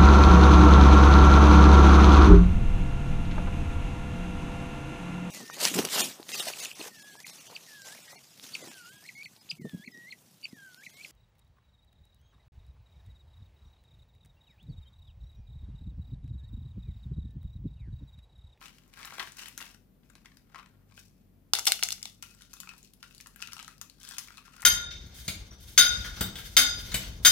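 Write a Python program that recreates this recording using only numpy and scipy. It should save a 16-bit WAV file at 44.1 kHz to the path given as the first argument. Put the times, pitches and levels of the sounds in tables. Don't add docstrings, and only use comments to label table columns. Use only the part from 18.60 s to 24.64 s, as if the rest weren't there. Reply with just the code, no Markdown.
import sys
import numpy as np
from scipy import signal
from scipy.fft import rfft, irfft
from scipy.io import wavfile

SR = 44100
rng = np.random.default_rng(int(sys.argv[2]) if len(sys.argv) > 2 else 0)


def transcribe(u):
    v = np.clip(np.atleast_2d(u).T, -1, 1)
    q = np.round(v * 32767).astype(np.int16)
    wavfile.write(sys.argv[1], SR, q)


def boost(x):
    u = np.asarray(x, float) / 20
    return 10 ** u


N = 266364

# (time [s], peak [dB], shard ring [Hz], support share [dB], crack length [ms])
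SNAP_EVENTS = [(2.935, -1, 5100, -10, 0.92), (2.9385, -27, 4500, -23, 1.5), (2.951, -10.5, 3500, -38, 3.5),
               (2.9874, -15.5, 6500, -3.5, 1.6), (2.9935, -14.5, 6470, -32, 1.1),
               (3.0545, -14.5, 10300, -21, 1.5), (3.0664, -17, 7900, -41.5, .6),
               (3.0684, -4.5, 3020, -55, 2.1), (3.0721, -6, 5400, -9, 1.9), (3.0742, -6.5, 4600, -7, 0.82),
               (3.0762, -9, 3240, -9.5, 1.1), (3.0805, -9, 5000, -20, 3.2), (3.1203, -1.5, 4300, -33, 0.61),
               (3.1907, -30.5, 2880, -39, 6.2), (3.2265, -12.5, 2700, -9, 1.2),
               (3.2339, -6.5, 6240, -21.5, 1.2), (3.2369, -11, 5000, -26, 1.2),
               (3.2874, -19, 3270, -41, 0.77), (3.3055, -14.5, 5160, -40, 0.54),
               (3.3207, -15.5, 4600, -34, 1.3), (3.3252, -17.5, 6000, -28, 1.7),
               (3.3803, -38, 2430, -30, 1.1), (3.4178, -39, 2430, -39, 0.41),
               (3.4283, -21.5, 6300, -28, 1.74), (3.455, -23.5, 3620, -17, 2.1)]
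# (time [s], peak [dB], shard ring [Hz], support share
# [dB])
HEAP_EVENTS = [(0.014, -40, 1320, -7), (0.025, -39, 1380, -2), (0.057, -34, 2880, -24),
               (0.063, -44, 2850, -30), (0.081, -43, 2900, -27), (0.092, -51, 2250, -18),
               (0.104, -58, 2260, -20), (0.128, -52, 2880, -23), (0.148, -57, 2300, -18),
               (0.183, -44.5, 2950, -44), (0.217, -64, 1280, -10), (0.235, -54.5, 2750, -13),
               (0.259, -61, 1200, -10), (0.278, -54, 1150, -45), (0.318, -74, 2300, -20),
               (0.337, -44, 2470, -34), (0.373, -43, 1310, 0), (0.397, -40, 1440, 18),
               (0.404, -43, 1420, -12), (0.43, -32, 2310, -6), (0.448, -33, 1840, -15),
               (0.454, -32, 1380, -65), (0.475, -36.5, 1420, -4), (0.506, -36, 2230, -19),
               (0.522, -36, 1350, 10), (0.582, -32, 1360, 6), (0.596, -24.5, 1950, -6),
               (0.602, -27, 1110, 4), (0.613, -43, 1550, 14), (0.627, -30.5, 1300, 15),
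               (0.663, -51, 1460, -19), (0.673, -33, 1450, 3), (0.72, -38, 6900, -12),
               (0.769, -38.5, 6160, -13), (0.783, -39, 2670, -34), (0.788, -38, 6100, -17),
               (0.792, -30, 2820, -26), (0.795, -35, 2770, -23), (0.834, -32, 2900, -9),
               (0.858, -31, 2900, -29), (0.883, -33, 2800, -73), (0.977, -22, 6240, -13),
               (0.983, -37, 2210, -15), (1.004, -33.5, 1330, -11), (1.008, -34, 2790, -8),
               (1.014, -34.5, 1510, 3), (1.025, -31.5, 2870, -41), (1.04, -41.5, 1670, -28),
               (1.065, -43, 2120, -23), (1.111, -51, 5400, -30), (1.144, -44.5, 5800, -1)]
# (time [s], peak [dB], shard ring [Hz], support share [dB])
STACK_EVENTS = [(1.432, -62.5, 1570, -9), (1.499, -50, 6900, -4), (1.553, -42, 4070, -9.5),
                (1.58, -54, 1710, -10), (1.615, -64, 1310, -5), (1.646, -54, 4600, 9),
                (1.657, -41.5, 2190, -19), (1.717, -54, 1800, -16), (1.77, -46.5, 4970, -12),
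                (1.87, -68, 1400, -7), (1.897, -60, 5000, 5), (1.927, -62, 2500, -10),
                (1.946, -34.5, 1285, -6), (1.958, -36.5, 1180, -3.5), (1.981, -44, 1080, -5),
                (1.988, -41.5, 1210, 0), (1.996, -38.5, 1160, -2), (2.029, -49, 2340, 1),
                (2.06, -48.5, 2270, -11), (2.088, -65, 6960, -30), (2.298, -63, 1160, 0),
                (2.31, -56, 4100, -3), (2.321, -53.5, 1510, -12), (2.377, -40.5, 1560, -19)]
# (time [s], peak [dB], shard ring [Hz], support share [dB])
CRUMB_EVENTS = [(3.625, -27.5, 6000, -21.5), (3.629, -34, 2730, -10.5), (3.637, -39.5, 2630, -16),
                (3.748, -46.5, 7900, -15), (3.776, -60, 3460, -23), (3.808, -51, 3600, 0),
                (3.82, -41, 3800, -13), (3.932, -37, 5660, -10), (3.937, -31, 6400, -14.5),
                (3.967, -45, 3810, -8), (4.002, -28, 7100, -22), (4.032, -39.5, 2700, -5.5),
                (4.073, -38, 2300, -4.5), (4.091, -34.5, 2740, -13), (4.113, -49, 2740, 12),
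                (4.136, -44.5, 2520, -2), (4.179, -46.5, 10100, -43), (4.229, -45, 7000, -46),
                (4.247, -48, 5040, -22), (4.274, -53, 4400, -28), (4.335, -45.5, 10800, -69),
                (4.428, -36.5, 2550, -29.5), (4.436, -50, 4010, 13), (4.509, -49.5, 2730, -62),
                (4.548, -40.5, 10300, -26), (4.58, -41.5, 4640, -22), (4.602, -39.5, 2570, -31),
                (4.609, -35, 6600, -40), (4.66, -41, 2650, 2), (4.67, -37, 7200, -12.5)]
# (time [s], peak [dB], shard ring [Hz], support share [dB])
DROP_EVENTS = [(4.76, -36.5, 1670, -77), (4.803, -43, 2320, -3), (4.809, -45, 6600, -18),
               (4.819, -33, 5000, -20), (4.824, -24.5, 2660, -13), (4.851, -46, 2620, -22),
               (4.873, -32.5, 2560, -34), (4.885, -40.5, 2500, -2), (4.921, -36.5, 2590, -29),
               (4.932, -28.5, 5470, -12), (4.966, -36, 2700, -6.5), (4.981, -40, 2900, -8),
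               (4.992, -32, 2640, -16), (4.998, -31, 2480, -14), (5.007, -41, 3000, -29),
               (5.027, -33.5, 4470, -9), (5.046, -37.5, 2900, -13), (5.079, -33, 4070, -4.5),
               (5.18, -47, 5100, -15), (5.214, -22, 6730, -18), (5.298, -40, 4250, -16)]
# (time [s], peak [dB], shard ring [Hz], support share [dB])
GATHER_EVENTS = [(5.384, -57, 3850, -8), (5.401, -46, 6330, -26), (5.413, -47, 3300, -64),
                 (5.431, -38, 5900, -18), (5.45, -38, 5400, -23), (5.474, -41, 4100, -29),
                 (5.489, -29.5, 8280, -20), (5.51, -31, 5130, -3.5), (5.536, -36.5, 3560, -6.5),
                 (5.567, -41, 3000, -6), (5.583, -22, 6100, -15), (5.59, -26, 6400, -19),
                 (5.683, -42.5, 2300, -16), (5.704, -43.5, 2590, 5), (5.772, -39.5, 4140, -9),
                 (5.78, -35, 2600, -7), (5.786, -47, 1150, -12), (5.867, -53, 1270, -14),
                 (5.879, -45, 1180, -3), (5.942, -52, 2600, 4), (5.964, -44.5, 7000, -6),
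                 (5.981, -52, 1420, -8), (5.996, -44.5, 1450, -2), (6.006, -42, 6500, -22),
                 (6.02, -29, 7460, -15.5), (6.028, -30.5, 5500, 5)]
# (start [s], hold [s], dry rustle [dB], depth in heap [dB], shard ring [Hz])
SLIDE_MOVES = [(0.0, 0.033, -59.5, 0.5, 2380), (0.058, 0.21, -79.5, -10, 2800),
               (0.38, 0.25, -60, 2.5, 2350), (0.596, 0.065, -56.5, -6, 2320),
               (0.793, 0.092, -55.5, -5, 2700), (1.012, 0.056, -58, -5, 2680),
               (1.469, .33, -77.5, -7, 2420), (1.895, 0.19, -87, 12.5, 2270), (2.346, 0.037, -96, 6, 2500),
               (2.387, 0.0061, -56.5, -32, 2480), (2.106, 0.12, -96, 19.5, 1540),
               (2.563, 0.032, -79.5, -22, 2500), (3.047, 0.27, -53, -37, 3000),
               (3.444, .01, -54.5, -15.5, 3500), (3.666, 0.014, -56, -13, 2540),
               (3.807, 0.081, -62.5, -9.5, 3000), (3.947, 0.32, -63, -19, 2600),
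               (4.442, 0.22, -62.5, -15, 2860), (4.79, 0.33, -60.5, -5, 2610), (5.23, 0.076, -73, -8, 2600),
               (5.444, 0.18, -52.5, -5.5, 3300), (5.66, 0.28, -65.5, -2.5, 2550), (6, .1, -58.5, 3.5, 2680)]
# (centre [Hz], width [Hz], level [dB])
HEAP_MODES = [(298, 260, -5.5), (815, 270, 2), (1133, 160, 5), (1397, 237, 9.5), (1630, 2100, -2.5)]
# (frequency [Hz], density [dB])
RUSTLE_SPECTRUM = [(2060, -51.5), (3500, -18.5), (5530, -12.5), (9260, -19), (13300, -22.5), (16000, -26.5)]
# (centre [Hz], width [Hz], level [dB])
HAND_MODES = [(4400, 500, -13.5), (6400, 600, -30)]
# (from [s], lower ring [Hz], upper ring [Hz], lower lift [dB], upper lift [dB])
HAND_SHAPES = [(3.549, 1400, 2570, 7, -6), (3.79, 1450, 2900, 6, -27), (3.92, 1410, 2580, 2, 1),
               (4.04, 1315, 2490, 5, 8), (4.15, 1480, 2790, -8, -20), (4.4, 1440, 2700, 11.5, -2),
               (4.56, 1750, 2920, 0, -18), (4.64, 1430, 2730, -6, -13), (4.79, 1380, 2680, 6.5, -21),
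               (4.95, 1340, 2750, 6, -13), (5.06, 1280, 2900, 5, -14), (5.2, 1300, 2530, 5, 9.5),
               (5.29, 1200, 3060, -4, -14), (5.42, 1400, 2550, -1, 2), (5.575, 1760, 3160, -3, -13),
               (5.68, 1350, 2370, 6, -16), (5.76, 1190, 2640, 3, -18), (5.85, 1360, 2800, 6.5, -11),
               (5.96, 1390, 2590, -3, -19)]
# (frequency [Hz], T60 [s])
ROOM_DECAY = [(500, 0.29), (1400, 0.22), (4000, 0.27), (12000, 0.27)]
# (frequency [Hz], level against direct sound [dB])
ROOM_LEVEL = [(300, -2.5), (1400, -3.5), (4000, -4), (8000, -8), (14000, -4.5)]
# (frequency [Hz], likeness [0-1])
ROOM_ALIKE = [(300, 0.82), (1200, 0.64), (4000, 0.093)]
# (frequency [Hz], density [dB])
FLOOR_SPECTRUM = [(15, -30), (25, -11.5), (49, -6), (65, -8), (92, -7.5), (245, -6.5), (349, -16),
                  (389, -16), (766, -25.5), (927, -29.5), (8140, -43), (15200, -33.5), (16500, -71.5)]
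# (frequency [Hz], likeness [0-1])
FLOOR_ALIKE = [(30, 0.42), (200, 0.66), (1000, 0.14), (8000, .1)]
# (centre [Hz], width [Hz], level [dB])
RUMBLE_HUMPS = [(96.5, 6.7, -73), (186.8, 11, -73.5), (211.7, 8.2, -78), (246, 19, -80.5)]
# (frequency [Hz], rms [dB], left lift [dB])
MOTOR_LINES = [(45.1, -68.5, 0.3), (145, -73.5, 1.5)]

CUPPED_S = 3.55


def rms_one(x):
    return x / np.sqrt(np.mean(x ** 2) + 1e-20)


def at_hz(points, hz):
    table_hz, values = np.transpose(points)
    return np.interp(np.log(hz), np.log(table_hz), values)


def resonance(x, hz, width_hz):
    r = np.exp(-np.pi * width_hz / SR)
    zeros = [(1 - r * r) / 2, 0, (r * r - 1) / 2]
    poles = [1, -2 * r * np.cos(2 * np.pi * hz / SR), r * r]
    return signal.lfilter(zeros, poles, x)


def passed(x, hz, kind, order=2):
    return signal.sosfilt(signal.butter(order, hz, kind, fs=SR, output="sos"), x)


def coloured(x, spectrum):
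    hz = np.maximum(np.arange(N // 2 + 1) * SR / N, 1)
    return irfft(rfft(x) * boost(at_hz(spectrum, hz)), N)


def two_ears(rows, alike):
    alike = np.clip(alike, 0, 1)
    return np.array([rows[0], alike * rows[0] + np.sqrt(1 - alike ** 2) * rows[1]])


def crack_noise(size, length_ms, after_db):
    t = np.arange(size) / SR
    noise = rng.standard_normal((2, size)) * boost(2.8 * rng.standard_normal(size))
    run = t / (max(length_ms, 0.4) / 1000)
    front = np.exp(-run ** 2)
    uneven_db = 3.5 * rng.standard_normal(size // 32).repeat(32)
    splinters = boost(after_db + uneven_db) * np.exp(-t / 0.007)
    onset = 1 - np.exp(-run / 0.075)
    return noise * onset * (front + splinters)


def cracks(events, body, left_db, gain_db, low_db, edge_db, after_db, reach_hz, ring_width):
    size = 2048
    out = np.zeros((2, N + size))
    for s, peak_db, hz, dull_db, length_ms in events:
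        noise = crack_noise(size, length_ms, after_db)
        burst = two_ears(noise, alike=0.65)
        skirt_hz = [min(hz / 2.19, reach_hz), min(hz * 2.63, 13000)]
        shard = resonance(burst, hz, ring_width * hz) + 0.42 * passed(burst, skirt_hz, "band")
        support = body(two_ears(noise, alike=0.88))
        edge = passed(two_ears(noise, alike=0.5), [5000, 14000], "band")
        bright_db = edge_db - 0.3 * dull_db - 8 * np.log2(hz / 3000)
        levels_db = [0, low_db + dull_db, bright_db]
        sound = sum(boost(db) * p / np.abs(p).max() for p, db in zip([shard, support, edge], levels_db))
        place = rng.standard_normal()
        sound[1] = np.roll(sound[1], round(1.3 * place))
        tilt_db = (left_db + 1.3 * place) * np.array([[0.5], [-0.5]])
        at = round(s * SR)
        out[:, at:at + size] += boost(peak_db + gain_db + tilt_db) * sound / np.abs(sound[0]).max()
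    return out[:, :N]


def plate(x):
    thud = passed(passed(x, [300, 600], "band"), 240, "high")
    return passed(x, [700, 1800], "band") + 0.49 * thud


def echo(x, lag_s, feed):
    return signal.lfilter([1, *np.zeros(round(lag_s * SR) - 1), feed], [1], x)


def snaps():
    snapped = cracks(SNAP_EVENTS, plate, left_db=4.5, gain_db=0.5, low_db=-6.5, edge_db=-14,
                     after_db=-21, reach_hz=1950, ring_width=0.24)
    softened = 0.42 * passed(snapped, 11000, "low") + 0.56 * snapped
    return echo(softened, lag_s=0.0014, feed=0.43)


def with_length(events, usual_ms):
    scatter = 0.25 * rng.standard_normal(len(events))
    return [(*row, usual_ms * np.exp(z - 0.05 * (row[1] + 35))) for row, z in zip(events, scatter)]


def heap(x):
    shifts = np.exp(0.07 * rng.standard_normal(len(HEAP_MODES)))
    out = 0
    for k, (hz, width_hz, db) in enumerate(HEAP_MODES):
        out = out + (-1) ** k * boost(db) * resonance(x, hz * shifts[k], width_hz)
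    return out


def heap_knocks():
    dug = cracks(with_length(HEAP_EVENTS, usual_ms=1.83), heap, left_db=7.5, gain_db=0.0,
                 low_db=-3.5, edge_db=-21.0, after_db=-7, reach_hz=3000, ring_width=0.093)
    stacked = cracks(with_length(STACK_EVENTS, usual_ms=1.5), heap, left_db=9.0, gain_db=0.5,
                     low_db=1.0, edge_db=-46, after_db=-9.5, reach_hz=3000, ring_width=0.13)
    return dug + stacked


def crumbled_bits():
    events = with_length(CRUMB_EVENTS + DROP_EVENTS + GATHER_EVENTS, usual_ms=1.61)
    return cracks(events, plate, left_db=8.5, gain_db=0.5, low_db=1.5, edge_db=-25.0,
                  after_db=-11, reach_hz=2900, ring_width=0.12)


def hollow(x):
    thin = passed(x, 1125, "high")
    out = thin + sum(boost(db) * resonance(thin, hz, width_hz) for hz, width_hz, db in HAND_MODES)
    starts = [round(row[0] * SR) for row in HAND_SHAPES] + [N]
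    for (_, low_hz, upper_hz, low_db, upper_db), a, b in zip(HAND_SHAPES, starts, starts[1:]):
        out[:, a:b] += boost(low_db) * resonance(thin[:, a:b], low_hz, width_hz=100)
        out[:, a:b] += boost(upper_db) * resonance(thin[:, a:b], upper_hz, width_hz=120)
    return out


def slip_noise(per_s, spread_db):
    clump_samples = 512
    sizes = boost(spread_db * np.minimum(rng.exponential(1, N), 4))
    clumps = boost(4.0 * rng.standard_normal(N // clump_samples + 1)).repeat(clump_samples)[:N]
    slips = sizes * (rng.random(N) < per_s * clumps / SR)
    slips = signal.lfilter([1], [1, -0.96], slips)
    return rng.standard_normal((2, N)) * slips


def rustle(per_s, spread_db):
    rise_db_per_s, fall_db_per_s = 304.5, 189
    t = np.arange(N) / SR
    noise = slip_noise(per_s, spread_db)
    edges = rms_one(coloured(two_ears(noise, alike=0.17), RUSTLE_SPECTRUM))
    both = np.zeros((2, N))
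    for s, hold_s, db, depth_db, hz in SLIDE_MOVES:
        span = (t > s - 0.2) & (t < s + hold_s + 0.4)
        before_s = np.maximum(s - t[span], 0)
        after_s = np.maximum(t[span] - s - hold_s, 0)
        shape_db = -rise_db_per_s * before_s - fall_db_per_s * after_s
        pile = boost(depth_db) * rms_one(heap(two_ears(noise[:, span], alike=0.39)))
        shard = rms_one(resonance(two_ears(noise[:, span], alike=1.0), hz, width_hz=280))
        shard = boost(-5.5 + 0.2 * depth_db) * shard
        both[:, span] += boost(db + shape_db) * (pile + shard + edges[:, span])
    both = both * boost([[3.2], [-3.2]])
    return both * (t < CUPPED_S), both * (t >= CUPPED_S)


def room(x):
    size = SR // 2
    t = np.arange(size) / SR
    tail, white = 0, rng.standard_normal((2, 2, size))
    for k, hz in enumerate(250 * 2. ** np.arange(0, 6.1, 0.5)):
        band = passed(white[k % 2], [hz / 2 ** (1 / 4), hz * 2 ** (1 / 4)], "band")
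        band = two_ears(band, at_hz(ROOM_ALIKE, hz))
        dying = boost(-60 * t / at_hz(ROOM_DECAY, hz))
        tail = tail + band * dying * boost(at_hz(ROOM_LEVEL, hz)) / np.sqrt(np.sum(dying ** 2))
    tail = tail * np.clip((t - 0.0025) / 0.002, 0, 1)
    return signal.fftconvolve(x, tail, axes=1)[:, :N]


def snap_room():
    walls = 4
    return sum(room(snaps()) for _ in range(walls)) / np.sqrt(walls)


def floor():
    mid, side = rng.standard_normal((2, N))
    broad_mid = coloured(mid, FLOOR_SPECTRUM)
    scale = boost(-66) / np.sqrt(np.mean(broad_mid ** 2))
    t = np.arange(N) / SR
    humps = 0
    for hz, width_hz, db in RUMBLE_HUMPS:
        swell = np.interp(t, np.arange(32) / 4, rng.standard_normal(32))
        hump = resonance(resonance(mid[::-1], hz, width_hz), hz, width_hz)
        humps = humps + boost(db + 3.0 * swell) * rms_one(hump)
    apart = [(hz, 10 * np.log10(np.clip((1 - c) / (1 + c), 1e-3, 1))) for hz, c in FLOOR_ALIKE]
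    broad_side = coloured(coloured(side, FLOOR_SPECTRUM), apart)
    both = scale * broad_mid + humps + scale * broad_side * [[1], [-1]]
    return both * boost([[2], [-2]])


def motor():
    t, out = np.arange(N) / SR, 0
    for hz, db, left_db in MOTOR_LINES:
        level, phase = [np.interp(t, np.arange(64) / 10, row) for row in rng.standard_normal((2, 64))]
        line = boost(db + 0.8 * level) * np.sqrt(2) * np.sin(2 * np.pi * hz * t + 0.59 * phase)
        out = out + line * boost([[left_db], [-left_db]])
    return out


def scene():
    digging, crumbling = rustle(per_s=1700, spread_db=3.5)
    knocks = heap_knocks() + digging
    crumbs = hollow(crumbled_bits() + boost(-3.0) * crumbling)
    soap = knocks + crumbs + snaps()
    soap[1] = np.roll(soap[1], 3)
    reflected = room(knocks + crumbs) + boost(-2.5) * snap_room()
    return soap + reflected + passed(floor(), 30, "high", order=6) + motor()


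def band_limit(x):
    return signal.sosfilt(signal.butter(12, 16980, fs=SR, output="sos"), x)


def record(dry):
    rounded = dry / (1 + np.abs(dry / 0.86) ** 6) ** (1 / 6)
    top_cut = signal.cheby2(12, 60, 17000, fs=SR, output="sos")
    mix = signal.sosfilt(top_cut, rounded)
    return band_limit(mix)


dry = scene()
out = record(dry)
transcribe(out)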